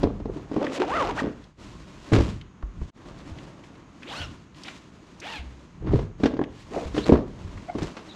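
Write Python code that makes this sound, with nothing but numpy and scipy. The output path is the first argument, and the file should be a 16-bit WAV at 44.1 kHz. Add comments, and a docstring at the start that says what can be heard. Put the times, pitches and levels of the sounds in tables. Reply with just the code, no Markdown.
"""A padded camera case on a bed in a small furnished bedroom is knocked about, zipped shut and later bumped
into a nylon backpack; its gear rings in decaying modes under a soft contact, with a slap of cloth.
Two zips snap and whine tooth by tooth; nylon squeaks and padding scuffs, as ribs passing at the hand's speed.
Short sharp ticks and knocks are damped noise, the mattress thuds as sagging sines, cloth is grains and noise.
Hard parts, zips and scuffs carry a dull room tail; mattress, cloth and a steady hush reach the microphone dry."""
import sys
import numpy as np
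from scipy import signal
from scipy.fft import rfft, irfft, next_fast_len
from scipy.io import wavfile

SR = 44100
rng = np.random.default_rng(int(sys.argv[2]) if len(sys.argv) > 2 else 0)


def to_wav(s):
    """Save 16-bit WAV."""
    ch = np.atleast_2d(s).T  # columns
    pcm = np.round(np.clip(ch, -1, 1) * 32767)  # PCM
    wavfile.write(sys.argv[1], SR, pcm.astype(np.int16))


N = 359415
TIME = np.arange(N) / SR


def from_db(db):
    """Decibels to gain."""
    return 10 ** (np.asarray(db) / 20)


def rms_one(x):
    """Scale to unit power."""
    return x / np.sqrt(np.mean(x ** 2) + 1e-20)


def white(size=N):
    """White noise of unit power."""
    return rng.standard_normal(size)


def in_time(rows):
    """Each column of a curve at every sample."""
    s, *columns = np.transpose(rows)
    return [np.interp(TIME, s, column) for column in columns]


def add(track, s, sound):
    """Mix a short sound in at time s."""
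    at = int(s * SR)
    track[at:at + len(sound)] += sound[:max(N - at, 0)]


def butter(x, hz, kind="low", order=2):
    """Butterworth filter."""
    sos = signal.butter(order, np.clip(hz, 10, .45 * SR), kind, fs=SR, output="sos")
    return signal.sosfilt(sos, x)


def coloured(x, spectrum):
    """Give a white signal a spectrum, keeping its power."""
    size = next_fast_len(N)
    hz, db = np.transpose(spectrum)
    log_hz = np.log(np.maximum(np.fft.rfftfreq(size, 1 / SR), 1))
    # past either end of the curve the level falls by 20 dB for each factor e in frequency
    beyond = np.abs(log_hz - np.clip(log_hz, np.log(hz[0]), np.log(hz[-1])))
    gain = from_db(np.interp(log_hz, np.log(hz), db) - 20 * beyond)
    return irfft(rfft(x, size) * rms_one(gain), size)[:N]


def drift(per_s):
    """Slow chance with spread 1: straight lines between random knots."""
    knots = white(int(N / SR * per_s) + 2)
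    return rms_one(np.interp(TIME * per_s, np.arange(len(knots)), knots))


def grains(per_s, spread_db):
    """Random clicks of uneven size and either sign, unit power."""
    sizes = from_db(spread_db * np.minimum(rng.exponential(1, N), 4))
    signs = rng.choice([-1, 1], N)
    return rms_one(sizes * signs * (rng.random(N) < per_s / SR))


def swell(s, rise_s, fall_s):
    """A bell-shaped movement that rises to 1 at time s and falls away."""
    out = np.zeros(N)
    near = slice(*np.searchsorted(TIME, [s - 4 * rise_s, s + 4 * fall_s]))
    t = TIME[near] - s
    out[near] = np.exp(-(t / np.where(t < 0, rise_s, fall_s)) ** 2)
    return out


def room(x, t60_s=.41, wall_hz=3500, tail_db=-8.5, first_echo_s=.014):
    """A short, dull tail from the walls of a furnished bedroom: decaying noise after a brief gap."""
    t = TIME[:SR // 2]
    tail = butter(butter(white(len(t)), wall_hz, order=1), 140, "high")
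    tail *= from_db(-60 * t / t60_s) * (t > first_echo_s)
    tail *= np.sqrt(2 * np.log(1000) / (t60_s * SR))   # makes up for the length of the tail
    return x + from_db(tail_db) * signal.fftconvolve(x, tail)[:N]


# spectrum of the steady background: (frequency [Hz], level [dB])
HUSH_SPECTRUM = [(15, -51.5), (25, -8), (49, -1), (183, 1.5), (312, -4), (455, -12.5), (663, -18),
                 (844, -16.5), (1050, -13.5), (1570, -19.5), (2980, -26.5), (5390, -36.5), (6680, -27.5),
                 (7400, -39.5), (8000, -43), (15400, -73)]


def hush(level_db=-45.5):
    """Steady, mostly low noise behind everything."""
    return from_db(level_db) * coloured(white(), HUSH_SPECTRUM)


# a hand moves over the cloth: (time at its height [s], rise [s], fall [s], crinkle level [dB], rubbing level [dB])
HAND_STROKES = [(.015, 0.034, 0.03, -46.5, -34), (.1, 0.068, 0.17, -57, -42.5),
                (.37, 0.069, 0.083, -49.5, -36.5), (.6, 0.14, 0.19, -49, -33),
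                (.755, 0.029, 0.024, -31, -39), (.96, 0.1, 0.18, -41, -32.5),
                (1.19, 0.028, 0.028, -32.5, -34), (1.27, 0.044, 0.39, -57, -46),
                (1.661, 0.084, 0.15, -47.5, -44.5), (2.09, 0.62, 0.068, -50, -45),
                (2.136, 0.015, 0.043, -29.5, -17), (2.239, 0.17, 0.11, -38, -33),
                (2.83, 0.067, 0.14, -54, -71), (3.08, 0.028, 0.034, -50, -37),
                (3.2, 0.025, 0.03, -48.5, -40), (3.295, .035, .025, -46.5, -44),
                (3.3, 0.47, 0.61, -53, -40.5), (3.41, 0.043, 0.07, -48.5, -42),
                (3.65, 0.013, 0.037, -51, -62), (4.21, 0.21, 0.18, -45.5, -39.5),
                (4.582, 0.028, 0.018, -46, -45), (4.68, 0.084, 0.14, -43, -43.5),
                (5.4, 0.7, 0.35, -52, -45), (5.82, 0.014, .03, -68, -44), (5.9, 0.05, 0.062, -61, -31),
                (5.955, 0.042, 0.099, -46.5, -35), (6.24, 0.041, 0.077, -46.5, -35.5),
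                (6.6, 0.082, 0.061, -47, -48), (6.781, 0.085, 0.15, -40.5, -35),
                (6.99, 0.044, 0.074, -37, -40.5), (7.083, 0.029, 0.031, -35.5, -24),
                (7.135, 0.025, 0.049, -47.5, -24), (7.39, 0.02, 0.029, -70, -42),
                (7.57, 0.34, 0.41, -49.5, -40.5), (7.839, 0.061, 0.09, -41, -34),
                (8.04, 0.16, 0.35, -49, -41)]
# bag and bedding shift: (time at its height [s], half length [s], level [dB])
BAG_SHIFTS = [(0.08, 0.33, -26.5), (1.105, 0.23, -32.5), (1.81, 0.37, -40), (2.28, 0.13, -26),
              (2.805, 0.059, -29.5), (3.27, 0.2, -38), (4.27, 0.1, -35.5), (5.456, 0.091, -40),
              (5.948, 0.11, -18), (6.374, 0.38, -41), (7.07, 0.25, -29), (7.5, 0.16, -33.5),
              (7.819, 0.059, -26)]


def handling():
    """Levels in dB of crinkling, rubbing and swaying; movements that overlap add in power."""
    hands = 0
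    for s, rise_s, fall_s, *levels_db in HAND_STROKES:
        hands = hands + np.outer(from_db(levels_db), swell(s, rise_s, fall_s)) ** 2
    sway = sum((from_db(db) * swell(s, half_s, half_s)) ** 2 for s, half_s, db in BAG_SHIFTS)
    return 10 * np.log10(np.array([*hands, sway]) + 1e-12)


# spectra of buckling folds, of the rubbed surface and of the swaying bag: (frequency [Hz], level [dB])
CRINKLE_SPECTRUM = [(470, -31), (800, -19), (975, -4.5), (1090, -1), (1140, -7.5), (1660, -11.5),
                    (1880, -8.5), (2930, -9.5), (3440, -11), (4040, -12), (7300, -18), (8200, -23.5),
                    (10100, -31.5), (15400, -50.5)]
RUBBING_SPECTRUM = [(76, -56), (130, -1.5), (229, -1.5), (294, 3), (458, -9), (630, -7.5), (726, -11),
                    (779, -12.5), (914, -11), (1560, -18.5), (4130, -36), (9000, -67), (11700, -77),
                    (19800, -120)]
RUMBLE_SPECTRUM = [(12, -64.5), (20, -33), (38, 0), (59, -3), (210, -8.5), (246, -31), (260, -19.5),
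                   (340, -43), (570, -120)]


def cloth(crinkle_db=-1, rubbing_db=-1, sway_db=-1):
    """Folds buckle in tiny snaps, the surface catches and slips, the whole bag sways."""
    crinkle, rubbing, sway = handling()
    catching_db = 1.2 * drift(50)
    # pressed hard, cloth lets go in fewer, larger jerks
    pressure = np.clip((rubbing + 45) / 18, 0, .8)
    gliding = np.sqrt(1 - pressure ** 2)
    jerks = pressure * grains(per_s=260, spread_db=2)
    folds = rms_one(grains(per_s=3500, spread_db=3) + white())
    slips = grains(per_s=2500, spread_db=2)
    crinkles = coloured(gliding * folds + jerks, CRINKLE_SPECTRUM)
    rubs = coloured(gliding * slips + jerks, RUBBING_SPECTRUM)
    out = from_db(crinkle + crinkle_db + catching_db) * crinkles
    out += from_db(rubbing + rubbing_db + catching_db) * rubs
    return out + from_db(sway + sway_db) * coloured(white(), RUMBLE_SPECTRUM)


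# weight lands on the mattress: (time [s], level [dB], settled pitch [Hz], decay by 60 dB [s])
MATTRESS_THUDS = [(0.05, -11, 84.6, 0.11), (2.127, -4.5, 104.6, 0.41), (2.183, -5.5, 60.3, 0.23),
                  (2.635, -16.5, 45.6, 0.27), (2.818, -15.5, 52.3, 0.099), (3.316, -24, 77.5, 0.13),
                  (4.202, -25.5, 81.5, 0.21), (5.392, -27, 63.2, 0.79), (5.895, -13, 71.6, 0.18),
                  (5.943, -4.5, 111, 0.1), (6.241, -20, 65, 0.23), (6.857, -20.5, 65.4, 0.24),
                  (7.124, -6, 64, 0.18), (7.448, -21.5, 79.6, 0.14), (7.546, -28, 93, 0.35),
                  (7.754, -24, 163, 0.073), (7.82, -17, 146, 0.15)]


def thuds(rise_s=.00039, sag=.17, push_db=-13):
    """The mattress bounces, slowing as it relaxes, and pushes out one slow puff of air."""
    out, t = np.zeros(N), TIME[:SR // 2]
    puff = from_db(push_db) * np.sin(2 * np.pi * 32 * t) * np.exp(-t / .03)
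    for s, db, hz, t60 in MATTRESS_THUDS:
        phase = 2 * np.pi * np.cumsum(hz * (1 + sag * np.exp(-t * hz / 2))) / SR
        bounce = from_db(-60 * t / t60) * np.sin(phase) * (1 - np.exp(-t / rise_s))
        add(out, s, from_db(db) * (bounce + puff))
    return out


# short sharp ticks and knocks, from tabs, buckles and the cracks of landings:
# (time [s], relative level [dB], approximate top of the noise band [Hz])
SHARP_TICKS = [(0.667, -19.5, 2060), (1.44, -40, 4660), (2.413, -33.5, 3500), (2.626, -30, 1400),
               (2.816, -30.5, 900), (3.187, -41, 4840), (3.203, -45, 3500), (3.386, -32, 2800),
               (3.638, -38, 3020), (3.754, -42, 3500), (4.022, -36, 2840), (4.031, -28, 2840),
               (4.216, -25, 2480), (4.545, -39, 3250), (4.635, -27.5, 5400), (4.682, -20, 2500),
               (5.201, -32.5, 6500), (5.335, -22.5, 2470), (5.871, -26, 1400), (5.907, -30, 1200),
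               (5.957, -31, 1500), (6.027, -34, 1400), (6.391, -27, 1900), (6.414, -24.5, 1900),
               (6.425, -33, 1700), (6.438, -28, 2800), (6.966, -24, 1800), (7.093, -22.5, 2400),
               (7.155, -20, 1500), (7.575, -31.5, 1920), (7.784, -40, 6850), (7.829, -30.5, 6600)]


def ticks(level_db=-3, t60_s=.035):
    """Short sharp ticks and knocks: bands of noise that are damped at once."""
    out, t = np.zeros(N), TIME[:SR // 8]
    for s, db, hz in SHARP_TICKS:
        click = butter(butter(white(len(t)), [hz / 1.8, hz * 1.07], "band"), 11000)
        add(out, s, from_db(db + level_db - 60 * t / t60_s) * rms_one(click))
    return out


def stroke(rows):
    """Speed and loudness of one stroke, silent outside it."""
    speed, db = in_time(rows)
    inside = (TIME > rows[0][0]) & (TIME < rows[-1][0])
    return speed, from_db(db) * inside


def weave(strokes, waver, second_db, third_db):
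    """Ribs pass at the speed of the hand: a gliding whistle, hoarse when the grip wavers."""
    out = np.zeros(N)
    wobble = 1 + waver * drift(900)
    grip = from_db(3 * drift(250))
    for rows in strokes:
        speed, gain = stroke(rows)
        on = gain > 0
        phase = 2 * np.pi * np.cumsum((speed * wobble)[on]) / SR
        tone = np.sin(phase)
        tone += from_db(second_db) * np.sin(2 * phase)
        tone += from_db(third_db) * np.sin(3 * phase)
        out[on] += (gain * grip)[on] * tone
    return out


# padding rasps against padding, one list a stroke: (time [s], mean rate [ribs/s], relative level [dB])
SCUFF_STROKES = [
    [(.275, 400, -43), (.298, 454, -18.5), (.318, 220, -58)],
    [(.335, 260, -52), (.368, 340, -23), (.395, 400, -32.5), (.43, 310, -41)],
    [(6.71, 315, -37), (6.745, 630, -26), (6.757, 680, -35), (6.768, 390, -15), (6.783, 550, -18),
     (6.797, 660, -31), (6.828, 520, -27), (6.86, 500, -40)],
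]


def scuffs():
    """Padding rasps against padding: a low rib rate with a strong waver."""
    return weave(SCUFF_STROKES, waver=.246, second_db=-18, third_db=-25)


# nylon weave dragged over the case, one list a stroke: (time [s], mean rate [ribs/s], relative level [dB])
SQUEAK_STROKES = [
    [(6.965, 3000, -54), (6.982, 3200, -34), (7.0, 3150, -35), (7.022, 3700, -42), (7.044, 4050, -33),
     (7.06, 4150, -52)],
    [(7.675, 600, -46), (7.688, 690, -28), (7.702, 735, -21.5), (7.716, 700, -48)],
    [(8.085, 4100, -51), (8.108, 3800, -38), (8.125, 3630, -39), (8.145, 3900, -53)],
]


def squeaks():
    """Nylon weave dragged over the case: a purer whistle, its top softened."""
    return butter(weave(SQUEAK_STROKES, waver=.06, second_db=-19, third_db=-17), 5200, order=3)


def zip_teeth(speed, gain, uneven, jitter, scrape, snap=.5, rattle_s=.0007):
    """Each tooth snaps with its own force and timing and chatters briefly, over the scrape of the tape."""
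    passed = np.cumsum(speed * (gain > 0)) / SR
    teeth = np.arange(1, int(passed[-1]))
    timing, force = white((2000, 2))[teeth].T
    at = np.interp(teeth + jitter * timing, passed, np.arange(N)).astype(int).clip(0, N - 1)
    snaps = np.zeros(N)
    snaps[at] = np.exp(uneven * force) * np.sqrt(SR / speed[at])   # even power at any tooth rate
    keep = np.exp(-1 / (rattle_s * SR))
    chatter = signal.lfilter([1 - keep], [1, -keep], snaps ** 2 + scrape ** 2)
    return gain * (snap * snaps + np.sqrt(chatter) * white()) / np.hypot(1, snap)


def zip_whine(speed, gain, ring_hz, sharpness, base, flutter_db, wobble, judder, between, count=22):
    """Evenly spaced teeth sing at their rate; the wall lifts the harmonics near its resonance."""
    on = gain > 0
    unsteady = wobble * (1 + judder * (np.gradient(speed) < 0))   # the slider judders as the hand eases off
    phase = 2 * np.pi * np.cumsum((speed * (1 + unsteady * drift(700)))[on]) / SR
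    k = np.arange(1, count + 1)[:, None] / 2   # harmonics and the lines halfway between them
    ratio = k * (speed / ring_hz)[on]
    weights = 1 / (1 + (sharpness * (ratio - 1 / ratio)) ** 2) + base * (k == 1)
    weights /= 1 + (k / 5.5) ** 4   # uneven spacing blurs the upper harmonics away
    weights *= np.where(k % 1, between, 1)   # the two rows of teeth are unequal: weaker lines in between
    flutter = np.array([drift(90)[on] for _ in k])
    weights *= from_db(flutter_db * flutter)   # the cloth flexes as it is pulled
    out = np.zeros(N)
    out[on] = (weights * np.sin(k * phase)).sum(axis=0) / np.sqrt((weights ** 2).sum(axis=0) / 2)
    return gain * out


# the backpack is unzipped, one row a pull: (slider starts [s], time at top speed [s], rise [s], fall [s],
# slider stops [s], top speed [teeth/s], relative level [dB])
BACKPACK_PULLS = [(4.04, 4.2, .112, .17, 4.275, 1490, -35), (4.645, 4.682, .04, .035, 4.72, 780, -40),
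                  (5.212, 5.297, .075, .19, 5.425, 937, -36.5)]
# what the thin panel lets through of the rasp: (frequency [Hz], level [dB])
BACKPACK_PANEL = [(130, -35), (330, -4), (700, 5), (1100, -2), (1600, 0), (2100, -4), (2900, -1),
                  (4000, -5), (5500, -12), (7200, -15.5), (10000, -27), (15000, -39)]


def bag_slider(start_s, s, rise_s, fall_s, stop_s, top, db):
    """Speed and loudness of one pull: the slider comes free, gathers speed, eases off and is braked."""
    pull = swell(s, rise_s, fall_s)
    freed, braked = (TIME - start_s) / .006, (stop_s - TIME) / .05   # times to free and to brake it, in s
    moving = np.clip(np.minimum(freed, braked), 0, 1)
    bite = np.minimum(pull / .55, 1) ** .8   # no louder beyond 55 % of top speed
    return top * pull, from_db(db) * bite * moving


def bag_zip(rasp_db=-.5, whine_db=1.5, full_rasp_teeth_per_s=950):
    """The thin backpack panel leaves its zip bright; a slow slider snaps the teeth more softly."""
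    rasp, whine = np.zeros(N), np.zeros(N)
    for pull in BACKPACK_PULLS:
        speed, gain = bag_slider(*pull)
        softened = gain * np.minimum(speed / full_rasp_teeth_per_s, 1)
        rasp += zip_teeth(speed, softened, uneven=.35, jitter=.03, scrape=.1)
        whine += zip_whine(speed, gain, 2800, sharpness=1.25, base=.6, flutter_db=5,
                           wobble=.013, judder=3, between=.22)
    return from_db(rasp_db) * coloured(rasp, BACKPACK_PANEL) + from_db(whine_db) * whine


# the hand tugs the slider round the case: (time at top speed [s], rise [s], fall [s], top speed [teeth/s],
# relative level [dB], resonance of the shell at the tug [Hz])
SLIDER_TUGS = [(.64, .026, .02, 305, -24, 620), (.70, .025, .02, 265, -30, 500),
               (.762, .03, .018, 640, -31, 800), (.776, .005, .012, 380, -25, 420),
               (.812, .009, .014, 400, -15, 400), (.832, .009, .014, 470, -23, 750),
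               (.967, .066, .076, 672, -21.5, 1350), (1.013, .014, .016, 500, -18, 480),
               (1.10, .02, .018, 490, -24, 720), (1.195, .021, .014, 960, -24, 1800),
               (1.245, .02, .035, 280, -29, 340)]
# what the stiff shell lets through of the rasp: (frequency [Hz], level [dB])
CASE_SHELL_SPECTRUM = [(130, -35), (240, 1), (340, 4), (520, 4), (750, -1), (1000, -2), (1300, -4),
                       (2000, -9), (2700, -9), (4000, -18), (7000, -27), (10000, -45), (15000, -56)]


def case_slider(creep_teeth_per_s=250, rest_hz=340):
    """Speed, loudness and shell pitch of the case zip: all three rise with each tug."""
    tugs = np.array([swell(*tug[:3]) for tug in SLIDER_TUGS])
    top, db, tug_hz = np.transpose(SLIDER_TUGS)[3:, :, None]
    # the slider never quite stops between tugs
    speed = creep_teeth_per_s + ((top - creep_teeth_per_s) * tugs).max(axis=0)
    gain = (from_db(db) * tugs ** .35).max(axis=0)
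    audible = gain > from_db(-55)
    # the shell rings lowest when the tape is slack
    ring_hz = rest_hz + ((tug_hz - rest_hz) * tugs).sum(axis=0) / np.maximum(tugs.sum(axis=0), 1)
    return speed, gain * audible, ring_hz


def case_zip(rasp_db=-6.5, whine_db=1):
    """The stiff case makes its zip hollow: rasping teeth through the shell, and their whine."""
    speed, gain, ring_hz = case_slider()
    rasp = coloured(zip_teeth(speed, gain, uneven=.5, jitter=.05, scrape=.15), CASE_SHELL_SPECTRUM)
    whine = zip_whine(speed, gain, ring_hz, sharpness=2.1, base=.42, flutter_db=3.5,
                      wobble=.034, judder=.4, between=.1)
    return from_db(rasp_db) * rasp + from_db(whine_db) * whine


# the padded gear lands and rebounds: (time [s], relative strength [dB], contact hardness [Hz],
# relative cloth slap [dB], gap to the first rebound [s], loss per rebound [dB])
GEAR_BUMPS = [(0.03, -8.5, 1830, -17.5, 0.022, 19), (0.037, -2, 777, -32, 0.02, 16),
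              (0.069, -12, 900, -38, 0.032, 11.5), (0.199, -23, 900, -38.5, 0.017, 18),
              (.254, -14.5, 930, -37.5, 0.049, 15), (0.514, -17, 706, -32, 0.025, 0.5),
              (.563, -6, 680, -30, 0.031, 29), (0.614, -13, 917, -35, 0.031, 19),
              (.641, -16.5, 900, -27.5, 0.03, 2), (1.218, -14, 456, -42, 0.02, 0.5),
              (2.118, -7, 353, -25, 0.019, 29), (2.134, -5.5, 810, -11.5, 0.027, 1),
              (2.626, -32.5, 1500, -51, 0.033, 13), (2.814, -31.5, 885, -55, .02, 22),
              (5.823, -25, 300, -49, 0.022, -1.5), (5.87, -18.5, 706, -36, 0.046, -1),
              (5.934, -4.5, 560, -27, 0.019, 20), (5.994, -16.5, 645, -38, 0.039, 17),
              (6.2, -20, 300, -34.5, 0.032, 2), (6.234, -3, 288, -14, 0.018, 14),
              (6.256, -4.5, 494, -12.5, 0.051, 13), (6.336, -16, 400, -35, 0.029, 5),
              (6.366, -19, 700, -32.5, .011, 23), (6.391, -7.5, 680, -45, 0.022, 11),
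              (6.413, -11, 990, -43, .012, 10), (6.944, -16, 350, -22.5, 0.013, 16),
              (6.965, -16.5, 900, -23.5, 0.028, 14), (6.978, -6, 360, -17, 0.019, 30),
              (7.092, .5, 560, -25, 0.039, 17), (7.12, 2.5, 790, -19.5, 0.016, 8.5),
              (7.169, -16.5, 790, -29, .02, 1.5), (7.751, -15.5, 800, -33, 0.017, 16),
              (7.783, -18.5, 900, -22.5, 0.018, 17), (7.819, -16.5, 453, -23, 0.013, 6),
              (7.967, -30, 1220, -22.5, 0.022, 3)]


def contacts(count=4):
    """Every landing rebounds at shrinking gaps: (s, strength dB, hardness Hz, slap dB)."""
    for s, db, hardness_hz, slap_db, gap_s, loss_db in GEAR_BUMPS:
        for k in range(count):
            yield s, db - k * loss_db, hardness_hz, slap_db - 3 * k * loss_db   # the slap changes 3 times as fast
            s = s + gap_s * .85 ** k


# how the gear rings: (mean frequency [Hz], mean level [dB], decay by 60 dB [s])
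RINGING_MODES = [(175, -10.5, 0.07), (240, -4.5, 0.096), (299.8, 5, 0.052), (417.7, 0.5, 0.065),
                 (520.5, 3.5, 0.024), (760, -1, 0.027), (1031, 1.5, 0.018), (1310, -9.5, 0.022)]


def bumps(level_db=1, slap_trim_db=-4.5, slap_t60=.079, slap_hz=1300, slap_top_hz=5600, scatter_db=1, detune=.077):
    """A soft contact favours the low modes of the gear, which shift with the grip; the cloth cover slaps."""
    out, t = np.zeros(N), TIME[:SR // 4]
    hz, mode_db, t60 = np.transpose(RINGING_MODES)[:, :, None]
    squeeze = 1 - np.exp(-(t / .0016) ** 2)   # the padding gives way before the force builds
    for s, db, hardness_hz, slap_db in contacts():
        size, shift = white((2, *hz.shape))
        force = from_db(mode_db + scatter_db * size) / np.hypot(1, (hz / hardness_hz) ** 2)
        modes = force * np.sin(2 * np.pi * hz * (1 + detune * shift) * t) * from_db(-60 * t / t60)
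        rings = squeeze * modes.sum(axis=0)
        slap = butter(butter(white(len(t)), [300, slap_hz], "band", order=1), slap_top_hz, order=4)
        add(out, s, from_db(db + level_db) * rings / np.abs(rings).max())
        add(out, s, from_db(slap_db + slap_trim_db) * squeeze * rms_one(slap) * from_db(-60 * t / slap_t60))
    return out


def scene():
    """Everything on the bed: hard parts, zips and rubs in the room, the rest dry over the hush."""
    gear = room(ticks() + scuffs() + squeaks() + bag_zip() + case_zip() + bumps())
    return (hush() + cloth() + thuds() + gear)[None]


# the level dips briefly: (time at the bottom [s], sinking [s], recovery [s], depth [dB])
LEVEL_DIPS = [(1.562, 0.068, 0.024, -13.5), (2.911, 0.0059, 0.033, -35)]


def record(dry, input_gain_db=-5.5, cutoff_hz=15400):
    """The microphone signal is turned down, its level dips briefly twice, and its top is cut steeply."""
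    dips_db = sum(db * swell(s, sink_s, recover_s) for s, sink_s, recover_s, db in LEVEL_DIPS)
    top_cut = signal.ellip(10, .1, 80, cutoff_hz, fs=SR, output="sos")
    return signal.sosfilt(top_cut, dry * from_db(input_gain_db + dips_db))


dry = scene()
out = record(dry)
to_wav(out)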